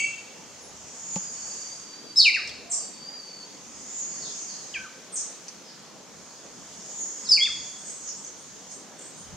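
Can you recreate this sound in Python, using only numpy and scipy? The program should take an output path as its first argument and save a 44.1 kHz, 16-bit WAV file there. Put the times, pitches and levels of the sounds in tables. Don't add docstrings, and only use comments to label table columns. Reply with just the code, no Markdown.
import sys
import numpy as np
from scipy import signal
from scipy.fft import rfft, irfft, next_fast_len
from scipy.io import wavfile
from scipy.ndimage import uniform_filter1d, map_coordinates

SR = 44100
rng = np.random.default_rng(int(sys.argv[2]) if len(sys.argv) > 2 else 0)


def waveform_to_disk(signal):
    frames = np.transpose(np.atleast_2d(signal))
    scaled = np.clip(frames, -1, 1) * 32767
    samples = np.round(scaled).astype(np.int16)
    wavfile.write(sys.argv[1], SR, samples)


def invert_db(x):
    u = np.asarray(x, float) / 20
    return 10 ** u


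N = 412776
LEAD_SAMPLES = SR // 4

# start_s [s], pitch_hz [Hz], level_db [dB]
SONG_NOTES = [
    [(0, 2236, -23), (0.025, 2255, -25), (0.034, 2290, -27), (0.048, 2290, -20), (0.056, 2320, -33)],
    [(2.158, 5050, -29), (2.17, 5180, -22), (2.183, 5310, -11.5), (2.192, 4830, -15), (2.204, 4426, -10),
     (2.214, 3940, -19.5), (2.222, 3740, -22), (2.23, 3540, -31)],
    [(2.24, 3264, -35), (2.248, 3090, -23), (2.256, 2776, -13.5), (2.266, 2465, -14), (2.28, 2340, -12),
     (2.293, 2210, -18.5), (2.299, 2050, -26), (2.307, 1930, -42)],
    [(2.337, 2850, -29), (2.346, 2760, -19.5), (2.354, 2450, -20), (2.362, 2050, -23), (2.372, 1620, -33),
     (2.388, 1300, -48), (2.4, 1200, -44), (2.412, 1140, -51)],
    [(7.286, 5250, -27), (7.295, 5265, -19.5), (7.312, 5190, -15.5), (7.32, 4964, -10), (7.33, 4640, -14),
     (7.35, 4430, -19.5), (7.363, 4260, -27)],
    [(7.364, 3040, -38), (7.371, 2693, -28), (7.379, 2357, -22.5), (7.39, 2143, -28.5), (7.41, 2106, -33),
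     (7.435, 2086, -40)],
    [(7.401, 3080, -33), (7.412, 3303, -23), (7.428, 3330, -15), (7.44, 3450, -20.5), (7.453, 3527, -19),
     (7.461, 3580, -26)],
]
# start_s [s], pitch_hz [Hz], level_db [dB]
SOFT_NOTES = [
    [(4.743, 2155, -46), (4.755, 1800, -41), (4.768, 1582, -40), (4.788, 1534, -43), (4.8, 1540, -37),
     (4.83, 1545, -39), (4.843, 1530, -46)],
    [(4.846, 1480, -45), (4.858, 1330, -43), (4.868, 1200, -42.5), (4.874, 1130, -50)],
    [(4.74, 3390, -42), (4.75, 3200, -46), (4.768, 3200, -45), (4.785, 3180, -54), (4.8, 3180, -48),
     (4.812, 3180, -55), (4.83, 3180, -52)],
    [(7.243, 5900, -50), (7.25, 5200, -41), (7.258, 4940, -40), (7.266, 4370, -42), (7.276, 3960, -43),
     (7.295, 3550, -54), (7.312, 3250, -57)],
    [(7.453, 2850, -34), (7.459, 2650, -30), (7.465, 2350, -31.5), (7.472, 1900, -40), (7.485, 1450, -47),
     (7.496, 1220, -46.5), (7.503, 1130, -53)],
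    [(4.744, 4850, -52), (4.754, 4450, -49), (4.766, 4050, -53)],
]
SOFT_ECHO_DB = [-6, -6, -12, -2, -5, -6]
# start_s [s], pitch_hz [Hz], level_db [dB]
TWANG_NOTE = [(4.738, 3380, -36), (4.748, 2605, -32.5), (4.76, 2404, -28), (4.777, 2170, -40)]
# start_s [s], length_s [s], from_hz [Hz], to_hz [Hz], level_db [dB]
NASAL_SLIDES = [
    (2.157, .053, 3940, 3942, -36.5),
    (7.278, .05, 3950, 4000, -43.5),
]
# start_s [s], length_s [s], from_hz [Hz], to_hz [Hz], level_db [dB]
EARLIER_SLIDES = [
    (-.12, .06, 8300, 6300, -19.5),
    (-.08, .04, 9300, 7600, -26),
    (-.09, .04, 4750, 4500, -26.5),
    (-.12, .04, 5300, 4900, -28.5),
    (-0.0703, .065, 2760, 2700, -19),
    (-.03, .032, 2300, 2270, -29),
    (-.1, 0.049, 3700, 3050, -29),
    (-.13, .05, 3100, 2400, -22),
]
# pitch_hz [Hz], level_db [dB]
OCTAVE_PARTIAL = [(2500, -46), (4000, -31), (4500, -30), (4900, -36), (5300, -39)]
# pitch_hz [Hz], level_db [dB]
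NEAR_ECHO = [(1500, -3), (2400, -6.5), (3300, -7.5), (4000, 4), (5000, -1.5)]
# frequency_hz [Hz], level_db [dB]
BREATH_COLOUR = [(4800, -42), (5800, 3), (7000, -3), (9000, -15.5), (10300, -17.5), (11000, -45)]

# frequency_hz [Hz], density_db [dB per Hz]
WIND_COLOUR = [(16, -44), (28, -14), (54, -7), (91, -8.5), (130, -10.5), (170, -31), (290, -120)]
# time_s [s], level_db [dB]
WIND_GUSTS = [(0.0, -59.5), (0.63, -69), (1.67, -70), (1.85, -92), (2.34, -61.5), (3.1, -79), (4.25, -75),
              (6.05, -87), (6.15, -64), (6.31, -74), (6.78, -60.5), (6.88, -76), (7.56, -66), (7.61, -52),
              (7.66, -81), (7.8, -68), (9.07, -78), (9.36, -54)]
# frequency_hz [Hz], density_db [dB per Hz]
MURMUR_COLOUR = [(60, -52), (100, -26), (128, -8), (200, -1), (400, -5), (500, -3.5), (700, -8),
                 (2500, -18), (3250, -27), (5500, -120)]
# frequency_hz [Hz], density_db [dB per Hz]
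LEAF_COLOUR = [(880, -4), (1500, -8), (1790, -9.5), (2570, -12), (3120, -4.5), (3870, -5.5), (4400, -4),
               (4900, -4), (5510, -2), (6700, -0.5), (8390, -13.5), (10900, -20), (15500, -27)]
# frequency_hz [Hz], density_db [dB per Hz]
DRONE_COLOUR = [(1200, -40), (1800, -3), (2500, 0), (3300, -3), (4000, -40)]
# time_s [s], level_db [dB]
DRONE_COURSE = [(0, -62), (5.9, -62), (6.15, -75), (7.1, -75), (7.7, -66), (8.2, -72), (9.36, -72)]
# frequency_hz [Hz], correlation [0 to 1]
STEREO_LIKENESS = [(90, .1), (130, .7), (200, .7), (350, .55), (700, .75), (1500, .8), (5000, .4),
                   (9000, 0)]
# frequency_hz [Hz], t60_s [s]
FOREST_DECAY = [(700, 0.23), (1500, 0.98), (2400, 0.74), (3400, 0.93), (4500, 0.87), (8000, 0.68),
                (12000, 0.1)]

# from_accent_s [s], lead_db [dB], wide_db [dB]
CHORUS_SWELL = [(-1, -45, -41.5), (-.62, -33, -33.5), (-.2, -20, -15), (0, 0, -14), (.13, -8, -12.5),
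                (.42, -10, -9), (.66, -18, -16), (.88, -34, -37), (1.2, -50, -48)]
# time_s [s], level_db [dB]
CHORUS_ACCENTS = [
    (1.15, -31),
    (4.01, -31),
    (7.03, -32),
]
# time_s [s], level_db [dB], fall_s [s to lose 10 dB]
CHORUS_STIRS = [(.1, -48, 0.1), (.55, -59, 0), (3.59, -47, 0), (7.68, -47, 0.2), (7.89, -43, 0.07),
                (8.09, -36.5, 0.07), (8.27, -41.5, .03), (8.45, -55, 0.34), (8.72, -43, 0.04),
                (9.03, -45.5, 0), (9.21, -50.5, 0.1)]
# frequency_hz [Hz], density_db [dB per Hz]
CHORUS_COLOUR = [(2350, -22), (4000, -33), (4240, -20), (4500, -14), (5200, -8.5), (6540, -3), (7230, -6),
                 (8040, -12), (11000, -42), (14300, -76), (22000, -120)]

# start_s [s], length_s [s], from_hz [Hz], to_hz [Hz], level_db [dB]
FAR_LEAD_INS = [
    (2.695, .013, 8140, 7570, -29),
    (2.698, .028, 9420, 7900, -27.5),
    (5.118, 0.019, 9130, 8200, -30.5),
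    (5.134, 0.015, 8200, 8120, -25),
    (8.698, .02, 9700, 8300, -46),
    (8.972, .025, 8900, 8200, -45),
]
FAR_PLUNGES = [
    (8.714, .018, 7800, 3900, -39.5),
    (8.99, .02, 8000, 5000, -40.5),
]
FAR_COOS = [
    (2.62, 0.081, 620, 720, -45.5),
    (2.71, .06, 680, 660, -49),
    (2.8, 0.047, 580, 740, -54),
    (2.62, .22, 1020, 1220, -59),
]
FAR_CHIRPS = [(4.118, .02, 4700, 4600, -47), (4.145, .04, 4500, 4400, -54), (4.365, .1, 6300, 6330, -44),
              (4.47, .08, 6400, 6250, -47), (4.585, .015, 4400, 4200, -48), (4.61, .04, 4180, 3800, -57),
              (4.7, 0.033, 3800, 3700, -59), (4.69, .055, 4950, 4980, -50),
              (7.56, 0.036, 2030, 1990, -50.5), (7.78, .05, 8300, 8200, -52),
              (7.845, .14, 8250, 7800, -44.5), (8.246, 0.0094, 6220, 6040, -34),
              (8.09, 0.025, 2930, 2960, -59)]
FAR_LISPS = [
    (.605, 0.03, 11050, 8750, -52),
    (1.09, .03, 8800, 10000, -51),
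    (6.97, .07, 9300, 9100, -60),
    (8.05, .04, 6520, 4870, -37.5),
    (8.13, 0.059, 6710, 8300, -42),
    (8.37, .02, 8000, 9500, -49),
    (9.03, .02, 8300, 6700, -43),
    (9.15, 0.046, 7800, 9750, -51),
]
# start_s [s], pitch_hz [Hz], level_db [dB]
FAR_ARCHES = [
    [(5.62, 4300, -62), (5.635, 4930, -53), (5.652, 5330, -55), (5.68, 4950, -53), (5.71, 4440, -53),
     (5.722, 4230, -60)],
    [(6.27, 4650, -60), (6.29, 4400, -59), (6.32, 4750, -62)],
    [(6.34, 4850, -62), (6.37, 5000, -60), (6.39, 5150, -64)],
    [(4.202, 5300, -47), (4.212, 4840, -42), (4.22, 4700, -49), (4.228, 4450, -40), (4.238, 4150, -47.5),
     (4.246, 3860, -58), (4.254, 3600, -49), (4.272, 3430, -54)],
    [(4.475, 5040, -50), (4.49, 4750, -46), (4.505, 4445, -44), (4.52, 4470, -52)],
]
# start_s [s], pitch_hz [Hz], level_db [dB]
FAR_CHIPS = [
    [(2.705, 7700, -28), (2.712, 7450, -23), (2.717, 7150, -20), (2.72, 6400, -18), (2.723, 5800, -20),
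     (2.725, 5200, -40), (2.729, 4200, -50)],
    [(5.154, 7900, -28), (5.158, 7200, -23), (5.163, 6200, -24), (5.166, 5400, -38), (5.171, 3600, -46)],
]

# start_s [s], peak_db [dB], pitch_hz [Hz], pan_db [dB], crack_db [dB]
TWIG_SNAPS = [
    (1.159, -22.5, 6560, -4, 5),
    (2.475, -24, 5400, -1, -1),
    (2.4932, -29.5, 4910, 0.0, 7),
    (5.4827, -22.5, 6000, 0, -3.5),
]
# frequency_hz [Hz], level_db [dB]
SNAP_COLOUR = [(600, -31), (2600, -4.5), (4500, -1), (8500, -2), (10000, -32), (12000, -61)]
# start_s [s], peak_db [dB]
CAMERA_BUMPS = [
    (1.161, -23),
    (9.206, -39),
    (9.326, -37),
    (9.347, -47),
]
# frequency_hz [Hz], level_db [dB], t60_s [s]
BODY_MODES = [(184.6, 7.5, 0.085), (534, -0.5, 0.055), (860, 2.5, 0.055), (1174, -10, 0.067)]

# start_s [s], pitch_hz [Hz], level_db [dB]
CRICKET_TONES = [
    [(1.205, 4900, -50), (1.235, 4870, -46), (1.29, 4800, -57), (1.38, 4580, -55), (1.46, 4600, -52),
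     (1.66, 4674, -53.5), (1.8, 4650, -54), (2.0, 4650, -45), (2.15, 4644, -58)],
    [(2.75, 4900, -58), (2.8, 4830, -52), (2.83, 4600, -54), (2.9, 4560, -59)],
    [(2.93, 4570, -58), (2.96, 4600, -51), (3.03, 4630, -52), (3.09, 4790, -43), (3.16, 4780, -46.5),
     (3.21, 4585, -48.5), (3.33, 4545, -50.5), (3.42, 4500, -52.5), (3.53, 4560, -63)],
]
# start_s [s], pitch_hz [Hz], level_db [dB]
CRICKET_PIPS = [
    (2.77, 4870, -48),
    (2.791, 4800, -42),
    (2.803, 4800, -44),
    (2.816, 4550, -49),
    (2.829, 4700, -46),
    (2.84, 4700, -48),
    (2.858, 4650, -50),
    (2.879, 4700, -47),
    (2.892, 4700, -50),
]


def unit(x):
    return x / np.sqrt(np.mean(x ** 2) + 1e-20)


def along(points, hz):
    f, v = np.transpose(points)
    return np.interp(np.log(hz + 1), np.log(f + 1), v)


def course(rows):
    s, value = np.transpose(rows)
    return np.interp(np.arange(N) / SR, s, value)


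def wobble(rate):
    knots = np.random.default_rng(rng.integers(9999)).standard_normal(int(N * rate / SR) + 4)
    at = np.arange(0, N, 8)
    return np.interp(np.arange(N), at, map_coordinates(knots, [at * rate / SR]))


def filtered(x, gain):
    m = next_fast_len(x.shape[-1] + 2048)
    return irfft(rfft(x, m) * gain(np.fft.rfftfreq(m, 1 / SR)), m)[..., :x.shape[-1]]


def rush(spectrum, patchy_db):
    hz, _, z = signal.stft(rng.standard_normal((2, N)), SR, nperseg=4096)
    field = uniform_filter1d(rng.standard_normal(z.shape[1:]), size=40, axis=0)
    field = uniform_filter1d(field, size=2, axis=1)
    turn = np.arccos(np.clip(along(STEREO_LIKENESS, hz), -1, 1))[:, None] / 2
    z = z * invert_db(along(spectrum, hz)[:, None] + patchy_db * unit(field))
    mid, side = z[0] * np.cos(turn), z[1] * np.sin(turn)
    return unit(signal.istft(np.array([mid + side, mid - side]), SR, nperseg=4096)[1][:, :N])


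def echo(rise, early_db, early_t60, side_db, size):
    hz, t, z = signal.stft(rng.standard_normal((2, size)), SR, nperseg=256)
    decay = invert_db(-60 * t / along(FOREST_DECAY, hz)[:, None]) + invert_db(early_db - 60 * t / early_t60)
    onset = 1 - np.exp(-np.arange(size) / SR / rise)
    mid, side = signal.istft(z * decay, SR, nperseg=256)[1][:, :size] * onset
    side = side * invert_db(side_db)
    return np.array([mid + side, mid - side]) / np.linalg.norm(mid)


def add(track, x, s):
    part = track[:, LEAD_SAMPLES + round(s * SR):][:, :x.shape[1]]
    part += x[:, :part.shape[1]]


def glide(row, relax_s, attack, rise_db, fall_db):
    s, length, from_hz, to_hz, db = row
    u = np.linspace(0, 1, 17)
    done = (1 - np.exp(-u * length / relax_s)) / (1 - np.exp(-length / relax_s))
    level = np.interp(u, [0, np.clip(attack, .01, .99), 1], [db - rise_db, db, db - fall_db])
    return np.transpose([s + u * length, from_hz + (to_hz - from_hz) * done, level])


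def whistle(note, octave_db, fade, shiver=0., quaver_db=0.):
    s, hz, db = np.transpose(note)
    t = np.arange(s[0], s[-1], 1 / SR)
    shake = np.interp(t, np.linspace(s[0], s[0] + 1, 250), rng.standard_normal(250))
    quaver = np.interp(t, np.linspace(s[0], s[0] + 1, 130), rng.standard_normal(130))
    turn = 2 * np.pi * np.cumsum(np.interp(t, s, hz) * (1 + shiver * shake)) / SR
    edges = np.clip(np.minimum(t - s[0], s[-1] - t) / fade, 0, 1)
    partials = np.sin(2 * turn) + invert_db(-17) * np.sin(3 * turn)
    tone = np.sin(turn) + invert_db(np.interp(t, s, octave_db + 0 * s)) * partials
    level = np.sqrt(2) * invert_db(np.interp(t, s, db) + quaver_db * quaver)
    return level * np.sin(edges * np.pi / 2) ** 2 * tone


def heard(x, direct_db, wet_db, tail, smear_hz=100, smear=0.):
    knots = rng.standard_normal(1000)
    sway = np.interp(np.arange(len(x)) * smear_hz / SR, np.arange(1000), knots)
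    wet = signal.fftconvolve((x * (1 - smear + smear * sway))[None], tail, axes=1)
    return invert_db(wet_db) * wet + invert_db(direct_db) * np.pad(x, (0, wet.shape[1] - len(x)))


def songbird():
    track = np.zeros((2, LEAD_SAMPLES + N))
    open_db, foliage_db = 8.5, 4
    notes = []  # (note, second partial dB, echo dB, early scatter dB)

    def pitch(note):
        return np.median(np.transpose(note)[1])

    for note in SONG_NOTES:
        octave_db = along(OCTAVE_PARTIAL, np.transpose(note)[1])
        notes.append((note, octave_db, along(NEAR_ECHO, pitch(note)), open_db))
    for row in NASAL_SLIDES:
        note = glide(row, .011, attack=0.38, rise_db=4, fall_db=9.0)
        notes.append((note, -8, along(NEAR_ECHO, pitch(note)), open_db))
    notes.append((TWANG_NOTE, -30, along(NEAR_ECHO, pitch(TWANG_NOTE)), open_db))
    for row in EARLIER_SLIDES:
        note = glide(row, 0.0596, attack=0.92, rise_db=11.5, fall_db=0.5)
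        notes.append((note, along(OCTAVE_PARTIAL, pitch(note)), -3, foliage_db))
    for note, echo_db in zip(SOFT_NOTES, SOFT_ECHO_DB):
        notes.append((note, along(OCTAVE_PARTIAL, pitch(note)), echo_db, foliage_db))

    for note, octave_db, echo_db, early_db in notes:
        tail = echo(rise=0.0038, early_db=early_db, early_t60=0.26, side_db=-8.5, size=SR * 3 // 4)
        tone = whistle(note, octave_db, fade=0.003, shiver=0.0035, quaver_db=1.4)
        add(track, heard(tone, -0.92, echo_db, tail, 155, smear=0.12), note[0][0])
    effort = uniform_filter1d(np.abs(track), size=400)
    breath = filtered(rng.standard_normal(track.shape), lambda hz: invert_db(along(BREATH_COLOUR, hz)))
    return (track + invert_db(-19.0) * effort * unit(breath))[:, LEAD_SAMPLES:]


def wind():
    gusts = invert_db(course(WIND_GUSTS) + 4.2 * wobble(6.7))
    return (gusts + invert_db(-74)) * rush(WIND_COLOUR, patchy_db=-2.5)


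def calming():
    return 0.0342 * (N / 2 - np.arange(N)) / SR


def murmur():
    level_db = -50.5 + calming() + 0.5 * wobble(1.513) + 0.36 * wobble(10)
    return invert_db(level_db) * rush(MURMUR_COLOUR, patchy_db=1.73)


def leaves():
    level_db = -50 + calming() + 0.53 * wobble(1.15) + 0.5 * wobble(6)
    return invert_db(level_db) * rush([(50, -50)] + LEAF_COLOUR, patchy_db=1.5)


def insect_drone():
    band = [(300, -120)] + DRONE_COLOUR + [(8000, -120)]
    noise = rng.standard_normal((2, N)) + rng.standard_normal(N)
    return invert_db(course(DRONE_COURSE)) * unit(filtered(noise, lambda hz: invert_db(along(band, hz))))


def chorus():
    idle_db = -62
    t = np.arange(0, N, 64) / SR
    after, lead_db, wide_db = np.transpose(CHORUS_SWELL)
    stirs = 0
    for s, db, fall in CHORUS_STIRS:
        stirs = stirs + invert_db(db - 10 * np.maximum(t - s, (s - t) / .6) / fall)
    idle = invert_db(idle_db + 2.5 * np.interp(t * SR, np.arange(N), wobble(4)))
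    lead = idle + stirs
    wide = idle * invert_db(1) + stirs * invert_db(-3.5)
    for s, db in CHORUS_ACCENTS:
        lead = lead + invert_db(db + np.interp(t - s, after, lead_db))
        wide = wide + invert_db(db + np.interp(t - s, after, wide_db))
    effort_db = np.interp(np.arange(N) / SR + .07, t, 20 * np.log10(lead) - idle_db)
    lead, wide = (np.interp(np.arange(N) / SR, t, level) for level in (lead, wide))
    hz = 6440 + 13 * effort_db

    def shivering():
        return np.sin(2 * np.pi * np.cumsum(hz + 220 * wobble(700) + 90 * wobble(25)) / SR)

    voice = shivering() * invert_db(3.3 * wobble(30))
    blurred = np.array([voice, voice]) + 2.8 * np.array([shivering(), shivering()])
    return (lead * unit(blurred) + wide * rush(CHORUS_COLOUR, patchy_db=2.5)) * invert_db([[-.8], [.8]])


def far_birds():
    track = np.zeros((2, LEAD_SAMPLES + N))
    lead_ins = [glide(row, 0.0296, attack=0.84, rise_db=22, fall_db=-1) for row in FAR_LEAD_INS]
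    plunges = [glide(row, -0.02, attack=0.3, rise_db=4.5, fall_db=16) for row in FAR_PLUNGES]
    coos = [glide(row, .08, attack=.6, rise_db=5, fall_db=5) for row in FAR_COOS]
    chirps = [glide(row, .035, attack=0.27, rise_db=5, fall_db=10) for row in FAR_CHIRPS]
    lisps = [glide(row, 0.098, attack=0.31, rise_db=2, fall_db=11) for row in FAR_LISPS]
    kinds = [(lead_ins, -7), (plunges, -5), (FAR_CHIPS, -8), (coos, -8),
             (chirps, -1), (FAR_ARCHES, -3), (lisps, -16)]
    for notes, direct_db in kinds:
        for note in notes:
            tail = echo(rise=0.019, early_db=7.5, early_t60=0.29, side_db=-1.5, size=SR * 2 // 5)
            tone = whistle(note, -56, fade=0.0019, shiver=0.0156, quaver_db=2.5)
            add(track, heard(tone, direct_db, 3.43, tail, .17 * note[0][1], smear=0.59), note[0][0])
    return track[:, LEAD_SAMPLES:] * invert_db([[-.7], [.7]])


def twigs():
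    track, t = np.zeros((2, LEAD_SAMPLES + N)), np.arange(SR // 8) / SR
    for s, db, hz, pan_db, crack_db in TWIG_SNAPS:
        crack = invert_db(crack_db) * rng.standard_normal(len(t))
        burst = invert_db(db - 60 * t / 0.007) * (np.sin(2 * np.pi * hz * t) + crack)
        snap = filtered(burst, lambda f: invert_db(along(SNAP_COLOUR, f)))
        tail = echo(rise=0.0025, early_db=19, early_t60=0.049, side_db=-0.5, size=SR // 4)
        add(track, heard(snap, 0, -1.5, tail) * invert_db([[pan_db / 2], [-pan_db / 2]]), s)
    return track[:, LEAD_SAMPLES:]


def bumps():
    track, t = np.zeros((2, LEAD_SAMPLES + N)), np.arange(SR // 8) / SR
    for k, (s, db) in enumerate(CAMERA_BUMPS):
        soft_db = -12 * (k > 0)
        ring = 0
        for hz, mode_db, t60 in BODY_MODES:
            tilt_db = soft_db * np.log2(hz / BODY_MODES[0][0])
            ring = ring + invert_db(mode_db + tilt_db - 60 * t / t60) * np.sin(2 * np.pi * hz * t)
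        add(track, invert_db(db - 6.5) * np.array([ring, ring]) * (1 - np.exp(-(t / 0.0014) ** 2)), s)
    return track[:, LEAD_SAMPLES:]


def cricket():
    track = np.zeros((2, LEAD_SAMPLES + N))
    flutter = invert_db(5.6 * np.clip(wobble(40), -1.8, .6))
    for note in CRICKET_TONES:
        tone = whistle(note, -55, fade=.005, shiver=0.0051, quaver_db=2.5)
        tone = tone * flutter[round(note[0][0] * SR):][:len(tone)]
        tail = echo(rise=0.0088, early_db=6, early_t60=0.15, side_db=-1.5, size=SR // 4)
        add(track, heard(tone, 0.55, -1.5, tail, 80.8, smear=0.26), note[0][0])
    for s, hz, db in CRICKET_PIPS:
        pip = whistle([(s, hz, db), (s + .009, hz, db)], -55, fade=.003)
        add(track, pip * np.ones((2, 1)), s)
    return track[:, LEAD_SAMPLES:]


def scene():
    air = wind() + murmur() + leaves() + insect_drone()
    return songbird() + air + chorus() + far_birds() + twigs() + bumps() + cricket()


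def gated_top(x, margin_db, ragged_db):
    hz, _, z = signal.stft(x, SR, nperseg=1024)
    power = np.mean(np.abs(z) ** 2, axis=0)
    bright_power = np.sum(power * (hz[:, None] / 8000) ** 2, axis=0)
    luck = rng.standard_normal((len(hz) // 16 + 1, z.shape[2]))
    luck = np.repeat(luck, 16, axis=0)[:len(hz)]
    faint = uniform_filter1d(power, size=16, axis=0) < bright_power * invert_db(2 * (margin_db + ragged_db * luck))
    silent = faint & (hz[:, None] > 10750)
    return signal.istft(z * ~silent, SR, nperseg=1024)[1][:, :N]


def top_cut(x):
    return signal.sosfilt(signal.butter(12, 15680, fs=SR, output="sos"), x)


def record(dry):
    cut = filtered(dry, lambda hz: hz ** 3 / (hz ** 3 + 45 ** 3))
    slip = 1 / (.15 * SR)
    power = signal.lfilter([slip], [1, slip - 1], np.mean(cut ** 2, axis=0), zi=[.025])[0]
    gain = (1 + power / invert_db(-41)) ** -.15
    return top_cut(gated_top(cut, margin_db=-65.5, ragged_db=2.5) * gain)


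dry = scene()
out = record(dry)
waveform_to_disk(out)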